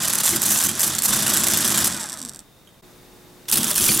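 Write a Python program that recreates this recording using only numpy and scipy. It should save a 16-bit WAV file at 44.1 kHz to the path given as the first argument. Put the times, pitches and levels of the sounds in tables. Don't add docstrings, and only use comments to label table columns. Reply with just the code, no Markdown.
import sys
import numpy as np
from scipy import signal
from scipy.fft import rfft, irfft
from scipy.io import wavfile
from scipy.ndimage import uniform_filter1d

SR = 44100
rng = np.random.default_rng(int(sys.argv[2]) if len(sys.argv) > 2 else 0)


def master(y):
    cut = np.clip(np.atleast_2d(y).T, -1, 1)
    pcm = np.round(cut * 32767)
    wavfile.write(sys.argv[1], SR, pcm.astype(np.int16))


N = 176400
T, HZ = np.arange(N) / SR, np.fft.rfftfreq(N, 1 / SR)
ABOVE_FROM_S = 2.826
PAN_DB, WIDTH = -0.95, 0.12

# (time [s], level [dB])
COUNT_STROKES = [(0.0322, -4.5), (0.0809, -2), (0.1331, -1.5), (0.1846, -1.5)]
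CARRIAGE_CYCLES = [(1.1585, -0.5), (1.2631, 2), (1.3649, 2), (1.4671, 3), (1.5714, 3), (1.6751, 1.5),
                   (1.7741, 1)]
# (delay [s], length [s], relative level [dB])
COUNT_RUNS = [(-.0055, 0.0022, -19), (0, 0.00082, -13.5), (0.014, 0.0068, -19.5), (0.018, 0.0055, -19.5)]
CARRIAGE_RUNS = [(0, .001, -17.5), (.0055, .002, -18), (0.0143, .001, -20), (.028, .004, -24.5),
                 (.037, .014, -24.5), (.066, .008, -22.5), (0.076, 0.012, -23)]
# (time [s], length [s], relative level [dB])
PAWL_RUNS = [(.233, 0.017, -17.5), (.253, .03, -17), (.283, 0.033, -21.5), (.312, 0.065, -26),
             (.359, 0.0048, -17), (.425, 0.019, -21), (.45, 0.026, -20), (.478, 0.023, -20.5),
             (.503, 0.033, -17), (.538, 0.038, -21), (.572, 0.016, -21), (.599, 0.015, -19),
             (.639, 0.026, -20.5), (.684, 0.014, -21.5), (.793, 0.012, -17.5), (.806, 0.026, -22.5),
             (.829, 0.015, -18), (.848, 0.018, -25), (.867, 0.019, -23), (.983, 0.0069, -19.5),
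             (1.032, 0.028, -18.5), (1.049, 0.014, -18.5), (1.078, 0.03, -22), (1.127, 0.021, -18.5),
             (1.85, 0.011, -20), (1.869, 0.0084, -16.5), (3.483, .004, -27.5), (3.494, 0.0054, -25.5),
             (3.5225, 0.021, -15), (3.554, 0.0086, -19), (3.569, 0.019, -19), (3.668, 0.042, -25.5),
             (3.704, 0.0042, -23.5), (3.752, 0.033, -19.5), (3.806, 0.031, -19.5), (3.839, 0.03, -16.5),
             (3.877, 0.032, -19.5), (3.908, 0.05, -19), (3.96, 0.0077, -22), (3.991, 0.012, -19.5)]
# (time [s], relative level [dB])
LATCH_SNAPS = [(0.306, -9), (0.3664, -6), (0.395, -14), (0.4168, 0.5), (0.4349, -10), (0.46, -3),
               (0.4659, -12), (0.5862, -1), (0.5892, -3), (0.625, -3), (0.636, 0.5), (0.6584, -15),
               (0.667, 0), (0.7128, -9.5), (0.7513, -12), (0.776, -10), (0.8016, -12), (0.815, -1),
               (0.8905, -12), (0.8992, -7), (0.9044, -17), (0.934, -13), (0.949, -4), (0.959, -15),
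               (0.998, -13), (1.02, -0.5), (1.046, -12), (1.0877, -3), (1.299, -7), (1.342, -4),
               (1.8097, -4), (3.5129, -0.5), (3.6214, -14), (3.63, -2), (3.6424, -1.5), (3.7114, -4),
               (3.7203, -18), (3.7303, -7), (3.7415, -7), (3.7778, 1.5), (3.788, -4), (3.7978, -4),
               (3.9376, -9), (3.9427, -3), (3.949, -9), (3.973, 1)]
# (frequency [Hz], relative gain [dB])
STEEL_SIDE_EQ = [(300, -18), (1200, -9), (2400, -11), (3600, -8), (4400, -7), (6000, -1.5), (7000, -1.5),
                 (7900, 3), (9200, 0.5), (10500, 1.5), (11700, 1), (13300, -3), (14500, -7), (16000, -12)]
STEEL_ABOVE_EQ = [(300, -8.5), (1200, -17.5), (2200, -13), (3400, -5.5), (4500, -5.5), (6000, -2.5),
                  (7200, -2.5), (8600, -1), (10000, 3), (11200, -1.5), (13000, -2), (14500, -7),
                  (16000, -14)]


def clatter(latch_db=-14, cycle_slip=.07, cycle_scatter_db=1.5):
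    runs = PAWL_RUNS + [(s + delay, length, db + run_db)
                        for s, db in COUNT_STROKES for delay, length, run_db in COUNT_RUNS]
    for s, db in CARRIAGE_CYCLES:
        for delay, length, run_db in CARRIAGE_RUNS:
            slip, force = rng.standard_normal(2)
            runs.append((s + delay * (1 + cycle_slip * slip), length,
                         db + run_db + cycle_scatter_db * force))
    blows = [(s, db + latch_db) for s, db in LATCH_SNAPS]
    blows += [blow for run in runs for blow in rattle(*run)]
    steel = strike(blows, steel_parts(crack_s=0.00058, ring_t60_s=0.01, ring_db=-3.5, rise_s=0.0008))
    side = linkage(steel * (T < ABOVE_FROM_S), shiver_db=-9)
    above = linkage(steel * (T >= ABOVE_FROM_S), shiver_db=-6.5)
    return colour(side, STEEL_SIDE_EQ) + colour(above, STEEL_ABOVE_EQ)


def rattle(start_s, length_s, db, gap_s=.0024, scatter_db=2.5, fade_db=-3, trim_db=1, count=24):
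    jitter, scatter = rng.uniform(-.5, .5, count), rng.standard_normal(count)
    later = np.arange(count) > 0
    delay_s = gap_s * (np.arange(count) + jitter * later)
    blow_db = db + trim_db + scatter_db * scatter * later + fade_db * delay_s / length_s
    return list(zip(start_s + delay_s, np.where(delay_s < length_s, blow_db, -np.inf)))


def steel_parts(crack_s, ring_t60_s, ring_db, rise_s, count=64, pan_scatter_db=1.5, size=2400):
    t, bank = np.arange(size) / SR, []
    rise = 1 - np.exp(-(t / rise_s) ** 2)
    for _ in range(count):
        pitch, life, strength, phase = rng.random((4, 26, 1))
        hz, t60_s = 500 + 15500 * pitch, ring_t60_s * 2 ** (2 * life - 1)
        modes = strength ** 2 * amp(-60 * t / t60_s) * np.sin(2 * np.pi * (hz * t + phase))
        crack = rng.standard_normal((2, size)) * np.exp(-t / crack_s)
        ring = np.array([modes.sum(0), (modes * rng.choice([-1, 1], (26, 1))).sum(0)])
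        mid, side = unit(crack * rise) + amp(ring_db) * unit(ring * rise)
        pan_db = PAN_DB - pan_scatter_db * rng.standard_normal()
        bank.append(unit(spread(mid, side, WIDTH)) * balance(pan_db) * np.sqrt(100 / size))
    return bank


def strike(blows, bank, delay_s=.0012):
    out = np.zeros((2, N))
    for (s, db), k in zip(blows, rng.integers(0, len(bank), size=20000)):
        add(out, s + delay_s, amp(db) * bank[k])
    return out


def linkage(x, shiver_db, t60_s=0.045, size=3000):
    tail = spread(*rng.standard_normal((2, size)), WIDTH) * amp(-60 * np.arange(size) / SR / t60_s)
    shiver = signal.oaconvolve(x, tail / np.linalg.norm(tail[0]), axes=1)[:, :N]
    return (x + amp(shiver_db) * shiver) / np.sqrt(1 + amp(shiver_db) ** 2)


# (time [s], level [dB])
LEVER_BLOWS = [(.044, -26), (.102, -25.5), (.15, -26), (.2, -21), (.277, -20.5), (.332, -22), (.36, -27),
               (.558, -17), (.604, -26), (.688, -22), (.83, -20.5), (.982, -22), (1.129, -20.5),
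               (1.264, -16), (1.30, -18.5), (1.469, -24), (1.54, -18.5), (1.643, -22.5), (1.742, -21),
               (1.776, -19), (3.574, -21.5), (3.705, -21.5), (3.714, -27), (3.778, -18.5), (3.889, -14),
               (3.915, -17)]
KEY_TOUCHES = [(3.453, -45)]
# (frequency [Hz], level [dB], T60 [s])
LEVER_MODES = [(2380, -19, .055), (2490, -21, .055), (4950, -23, .07)]
# (frequency [Hz], relative gain [dB])
LEVER_EQ = [(150, -23), (500, -5), (1200, 1), (1800, 5.5), (2400, -2.5), (3600, 8), (5500, 0.5),
            (8000, -12), (16000, -35)]


def levers(clank_s=3.889):
    bank = steel_parts(crack_s=0.0036, ring_t60_s=0.066, ring_db=0, rise_s=0.00025, count=24)
    knocks = colour(strike(LEVER_BLOWS + KEY_TOUCHES, bank), LEVER_EQ)
    return knocks + ringing([(clank_s, 0)], LEVER_MODES)


# (time [s], relative level [dB])
RATCHET_TICKS = [(1.9243, -18.5), (1.9347, -21), (1.939, -26), (1.945, -18), (1.9531, -23), (1.9663, -20),
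                 (1.9747, -21), (1.996, -25), (2.0005, -22), (2.005, -22), (2.0091, -20), (2.0142, -20),
                 (2.029, -21), (2.0336, -20.5), (2.0406, -21), (2.057, -24), (2.0603, -27), (2.0682, -26),
                 (2.075, -31), (2.0888, -24), (2.097, -20), (2.1032, -25), (2.1207, -22), (2.1289, -19.5),
                 (2.1368, -26), (2.14, -21.5), (2.1464, -33), (2.1592, -36), (2.1661, -36), (2.1732, -25.5),
                 (2.1805, -32), (2.1866, -27), (2.1902, -26), (2.1938, -27), (2.2028, -27), (2.216, -21),
                 (2.2274, -23), (2.2364, -30), (2.2502, -20), (2.2595, -25), (2.2688, -34), (2.277, -30),
                 (2.2844, -32), (2.2881, -24.5), (2.294, -21), (2.3164, -37), (2.325, -37), (2.335, -31),
                 (2.3468, -28), (2.36, -28), (2.3704, -37), (2.3918, -26.5), (2.4026, -36)]
# (frequency [Hz], relative gain [dB])
TICK_EQ = [(500, -11.5), (2500, -27), (3700, -3.5), (4100, -12), (4450, -3), (5000, -7), (5740, -1.5),
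           (6800, -8), (7520, 1.5), (8700, 2.5), (9600, -9), (10600, -6), (12000, -10), (13100, -14),
           (14000, -12), (15000, -31)]
# (frequency [Hz], level [dB], T60 [s])
RATCHET_MODES = [(5720, -22, .02), (7600, -15, 0.024)]


def ratchet(crack_s=0.00053, rise_s=.0003, crack_db=14.5, size=512):
    t, ticks = np.arange(size) / SR, np.zeros((2, N))
    envelope = np.exp(-t / crack_s) * (1 - np.exp(-(t / rise_s) ** 2))
    for s, db in RATCHET_TICKS:
        spectrum = rfft(rng.standard_normal((2, size)) * envelope)
        crack = irfft(spectrum / abs(spectrum))[:, :size // 2]
        add(ticks, s, amp(db + crack_db) * spread(*crack, WIDTH))
    cracks = colour(linkage(ticks, shiver_db=-9), TICK_EQ)
    return (cracks + ringing(RATCHET_TICKS, RATCHET_MODES)) * balance(2 * PAN_DB)


# (time [s], level [dB])
GEAR_LEVELS = [
    [(0, -24.5), (.22, -27), (.3, -27.5), (.37, -26.5), (.39, -29), (.45, -27.5), (.66, -26.5), (.73, -30),
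     (.775, -29), (.8, -28), (.86, -27), (.94, -25.5), (1.015, -33), (1.06, -28.5), (1.12, -22.5),
     (1.85, -23.5), (1.91, -27.5), (2, -31.5), (2.15, -36), (2.3, -42.5), (2.42, -50), (2.46, -80)],
    [(3.478, -56), (3.485, -27.5), (3.505, -32.5), (3.53, -28), (3.63, -23), (3.71, -24.5), (3.74, -30.5),
     (3.8, -25), (3.9, -25.5), (3.955, -30.5), (4, -21.5)],
]
# (frequency [Hz], relative gain [dB])
GEAR_SIDE_EQ = [(100, -18), (350, -10.5), (480, -4), (600, 0), (750, -2.5), (1200, 0.5), (1850, 0.5),
                (2250, -4), (2700, -2.5), (3500, 2.5), (4300, -0.5), (5800, 3), (6900, 1.5), (7700, 5),
                (9600, -1), (11000, 1.5), (13000, -9), (15000, -12), (16000, -22)]
GEAR_ABOVE_EQ = [(100, -5), (400, 4), (750, -1), (1250, 4.5), (2000, -3), (2500, -1.5), (3400, 6),
                 (4500, -1), (6000, 2), (7200, -1), (8200, 6.5), (10000, 0), (11500, 3.5), (13000, -1),
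                 (14500, -8), (16000, 2.5)]
# (time [s], treble lost [0-1])
TREBLE_LOSS = [(1.88, 0.13), (2.05, 0.47), (2.3, 0.9)]


def gears(contacts_per_s=3200, scatter_db=4.5, treble_hz=2630, count=20000):
    gap, force = rng.random((count, 2)).T
    times_s = np.cumsum(2 * gap / contacts_per_s)
    contact_db = scatter_db * np.minimum(-np.log(1 - force), 3)
    bank = steel_parts(crack_s=0.00062, ring_t60_s=0.017, ring_db=-2.5, rise_s=0.00017, count=72)
    contacts = unit(strike(zip(times_s, contact_db), bank))
    churn = colour(contacts, GEAR_SIDE_EQ)
    treble = churn - signal.filtfilt(*signal.butter(3, treble_hz, fs=SR), churn)
    side = churn - np.interp(T, *np.transpose(TREBLE_LOSS)) * treble
    above = colour(contacts, GEAR_ABOVE_EQ)
    return side * level(GEAR_LEVELS[0]) + above * level(GEAR_LEVELS[1])


# (time [s], tooth rate [Hz], level [dB])
DRIVE_MESH = [(1.08, 1150, -58), (1.8, 1198, -44), (1.88, 1150, -51), (1.95, 1018, -42), (2.01, 906.6, -44),
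              (2.05, 852, -43), (2.085, 768, -57), (2.131, 691, -44.5), (2.18, 597.6, -57),
              (2.24, 506.4, -58), (2.42, 298, -72)]
# (multiple of tooth rate, relative level [dB])
DRIVE_PARTIALS = [(.5, -14), (1, -3.5), (1.5, -4), (2, -3), (2.5, -3.5), (3, -10)]
# (frequency [Hz], gain [dB])
PLATE_EQ = [(1300, 2.5), (1750, 4), (1950, 1), (2150, -3), (3000, -9)]
# (time [s], level [dB])
GROAN_LEVELS = [(2.12, -60), (2.2, -47), (2.25, -39), (2.31, -55), (2.42, -71)]


def drive_whine(waver=.017, flutter=.85):
    s, hz, db = np.transpose(DRIVE_MESH)
    tooth_hz = np.interp(T, s, hz) * (1 + waver * drift(size=250))
    phase = 2 * np.pi * np.cumsum(tooth_hz) / SR
    tone = np.zeros(N)
    for k, partial_db in DRIVE_PARTIALS:
        gain = amp(partial_db + at_hz(PLATE_EQ, k * tooth_hz))
        tone += gain * (1 + flutter * drift(size=550)) * np.sin(k * phase)
    whine = level(list(zip(s, db))) * tone / np.sqrt(1 + flutter ** 2)
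    return whine + level(GROAN_LEVELS) * np.sin(phase / 2)


# (time [s], level [dB])
FRAME_LEVELS = [
    [(0.0, -35), (0.04, -39.5), (0.22, -38.5), (0.26, -48.5), (0.34, -25), (0.4, -37), (0.52, -33.5),
     (0.62, -42), (0.66, -32), (0.78, -38.5), (0.81, -47), (0.84, -39), (0.89, -34.5), (1.06, -43),
     (1.1, -32.5), (1.86, -32.5), (1.88, -37), (1.95, -36), (2.01, -44.5), (2.18, -52), (2.24, -48),
     (2.42, -52)],
    [(3.49, -62), (3.544, -35), (3.6, -28), (3.722, -41), (3.798, -38), (3.826, -26), (3.87, -35.5),
     (3.906, -25), (3.956, -38), (3.97, -25), (4.0, -44)],
]
# (frequency [Hz], width [Hz], relative level [dB])
FRAME_RESONANCES = [(89.6, 8.4, -1), (131, 12.2, -1), (167.5, 32, -3.5), (213, 17, -4), (238, 25, -3.5),
                    (262, 28, -6.5), (328, 25, -0.5), (387, 22, -5.5)]


def frame(low_hz=76, high_hz=410, boom_db=-0.4, motor_hz=213.4, drone_db=-5.5, shaft_wobble=.011):
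    power = sum(amp(db) ** 2 / (1 + (2 * (HZ - hz) / width) ** 2) for hz, width, db in FRAME_RESONANCES)
    power = power / (1 + (low_hz / (HZ + 1)) ** 12) / (1 + (HZ / high_hz) ** 6)
    boom = noise(np.sqrt(power), width=0.076)
    boom /= np.sqrt(uniform_filter1d((boom ** 2).mean(0), size=1400))
    drone_hz = motor_hz * (1 + shaft_wobble * drift(size=1500))
    drone = np.sqrt(2) * np.sin(2 * np.pi * np.cumsum(drone_hz) / SR)
    shake = amp(boom_db) * boom + amp(drone_db) * drone
    return shake * sum(level(run) for run in FRAME_LEVELS) * balance(1.2)


def table_sway(start_s=1.08, hz=37, db=-42, t60_s=1.2):
    t = np.maximum(T - start_s, 0)
    return amp(db - 60 * t / t60_s) * np.sin(2 * np.pi * hz * t)


# (time [s], level [dB])
LOOSE_TAPS = [(2.674, -48.5), (2.69, -54), (2.742, -60)]
# (frequency [Hz], relative level [dB], T60 [s])
LOOSE_MODES = [(3050, -6, 0.049), (3220, 4, 0.045), (6500, -6, .03), (11200, -1, .03)]


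def loose_part():
    return ringing(LOOSE_TAPS, LOOSE_MODES)


# (frequency [Hz], T60 [s])
ROOM_DECAY = [(200, 0.15), (1500, 0.2), (5000, 0.13), (14000, 0.14)]


def room(x, wet_db=-14.5, predelay_s=.004, size=16384):
    hz, t, spectra = signal.stft(rng.standard_normal((2, size)), SR, nperseg=256)
    decay = amp(-60 * t / at_hz(ROOM_DECAY, hz)[:, None])
    tail = signal.istft(spectra * decay, SR, nperseg=256)[1]
    tail = spread(*tail, width=0.99) * (np.arange(tail.shape[1]) > predelay_s * SR)
    return amp(wet_db) * signal.fftconvolve(x, tail / np.linalg.norm(tail[0]), axes=1)[:, :N]


# (frequency [Hz], side gain [dB])
WIDTH_EQ = [(500, -0.5), (1100, 1), (2200, -31), (4000, -4.5), (8000, 3), (13000, 3.5)]
# (frequency [Hz], left over right [dB])
LEAN_EQ = [(500, 0.48), (2000, -0.015), (4500, -0.93), (12000, -0.4)]


def stereo_image(x):
    left, right = rfft(x)
    mid, side = (left + right) / 2, (left - right) / 2 * amp(at_hz(WIDTH_EQ, HZ))
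    return irfft(np.array([mid + side, mid - side]) * balance(at_hz(LEAN_EQ, HZ)), N)


# (frequency [Hz], relative gain [dB])
AIR_SIDE_EQ = [(15, -28), (25, -7), (48, -10), (59, -16.5), (137, -6.5), (157, -10.5), (416, -14.5),
               (624, -18), (2690, -28), (3160, -29), (4030, -28), (13200, -32), (16000, -30)]
AIR_ABOVE_EQ = [(15, -33), (25, -8), (48, -4), (66, -20), (92, -6), (293, -6.5), (354, -13), (545, -12.5),
                (863, -15.5), (3250, -24), (3720, -23), (11000, -26.5), (16000, -26.5)]
# (frequency [Hz], level [dB])
HUM_TONES = [(102.3, -67), (360.7, -57.5), (419.9, -67), (479.1, -67), (839.8, -68.5)]


def room_tone(side_db=-52, above_db=-48.5, whistle_hz=3660, half_width_hz=120, whistle_db=-64.5):
    side = amp(side_db) * noise(amp(at_hz(AIR_SIDE_EQ, HZ)), width=0.4)
    above = amp(above_db) * noise(amp(at_hz(AIR_ABOVE_EQ, HZ)), width=0.43)
    hum = sum(amp(db) * np.sqrt(2) * np.sin(2 * np.pi * (hz * T + rng.random())) for hz, db in HUM_TONES)
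    whistle = amp(whistle_db) * noise(1 / (1 + ((HZ - whistle_hz) / half_width_hz) ** 2), width=0.67)
    return np.where(T < ABOVE_FROM_S, side, above + hum) + whistle


def ringing(blows, modes, size=8000):
    t, out = np.arange(size) / SR, np.zeros((2, N))
    ring = sum(amp(db - 60 * t / t60_s) * np.sin(2 * np.pi * hz * t) for hz, db, t60_s in modes)
    for s, db in blows:
        add(out, s, amp(db) * np.array([ring, ring]))
    return out


def colour(x, eq, size=2048):
    log_gain = np.log(amp(at_hz(eq, abs(np.fft.fftfreq(size, 1 / SR)))))
    taps = np.fft.ifft(np.exp(np.conj(signal.hilbert(log_gain)))).real
    return signal.oaconvolve(x, taps[None] / np.linalg.norm(taps), axes=1)[:, :N]


def noise(gain, width):
    return unit(spread(*irfft(rfft(rng.standard_normal((2, N))) * gain, N), width))


def drift(size):
    return unit(uniform_filter1d(uniform_filter1d(rng.standard_normal(N), size), size))


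def level(points):
    s, db = np.transpose(points)
    fade_in, fade_out = np.clip((T - s[0]) / .01 + 1, 0, 1), np.clip((s[-1] - T) / .02 + 1, 0, 1)
    return amp(np.interp(T, s, db)) * fade_in * fade_out


def at_hz(points, hz):
    table_hz, value = np.transpose(points)
    return np.interp(np.log(hz + 1), np.log(table_hz + 1), value)


def add(mix, s, sound):
    part = mix[:, max(round(s * SR), 0):][:, :sound.shape[1]]
    part += sound[:, :part.shape[1]]


def spread(mid, side, width):
    return np.array([mid + width * side, mid - width * side]) / np.sqrt(1 + width ** 2)


def balance(db):
    return amp(db * np.array([[.5], [-.5]]))


def amp(db):
    return 10 ** (np.asarray(db) / 20)


def unit(x):
    return x / np.sqrt(np.mean(abs(x) ** 2) + 1e-20)


def scene():
    steel = clatter() + levers() + ratchet() + gears() + drive_whine() + loose_part()
    return stereo_image(steel + room(steel)) + frame() + table_sway() + room_tone()


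def record(dry, dip_s=0.0085, dip_depth=0.94, ceiling=.76, cutoff_hz=15900):
    dipped = dry * (1 - dip_depth * np.exp(-((T - ABOVE_FROM_S + dip_s) / dip_s) ** 2))
    limited = dipped / (1 + (dipped / ceiling) ** 4) ** .25
    lowpass = signal.firwin(401, cutoff_hz, window=("kaiser", 8), fs=SR)
    return signal.oaconvolve(limited, lowpass[None], "same")


dry = scene()
out = record(dry)
master(out)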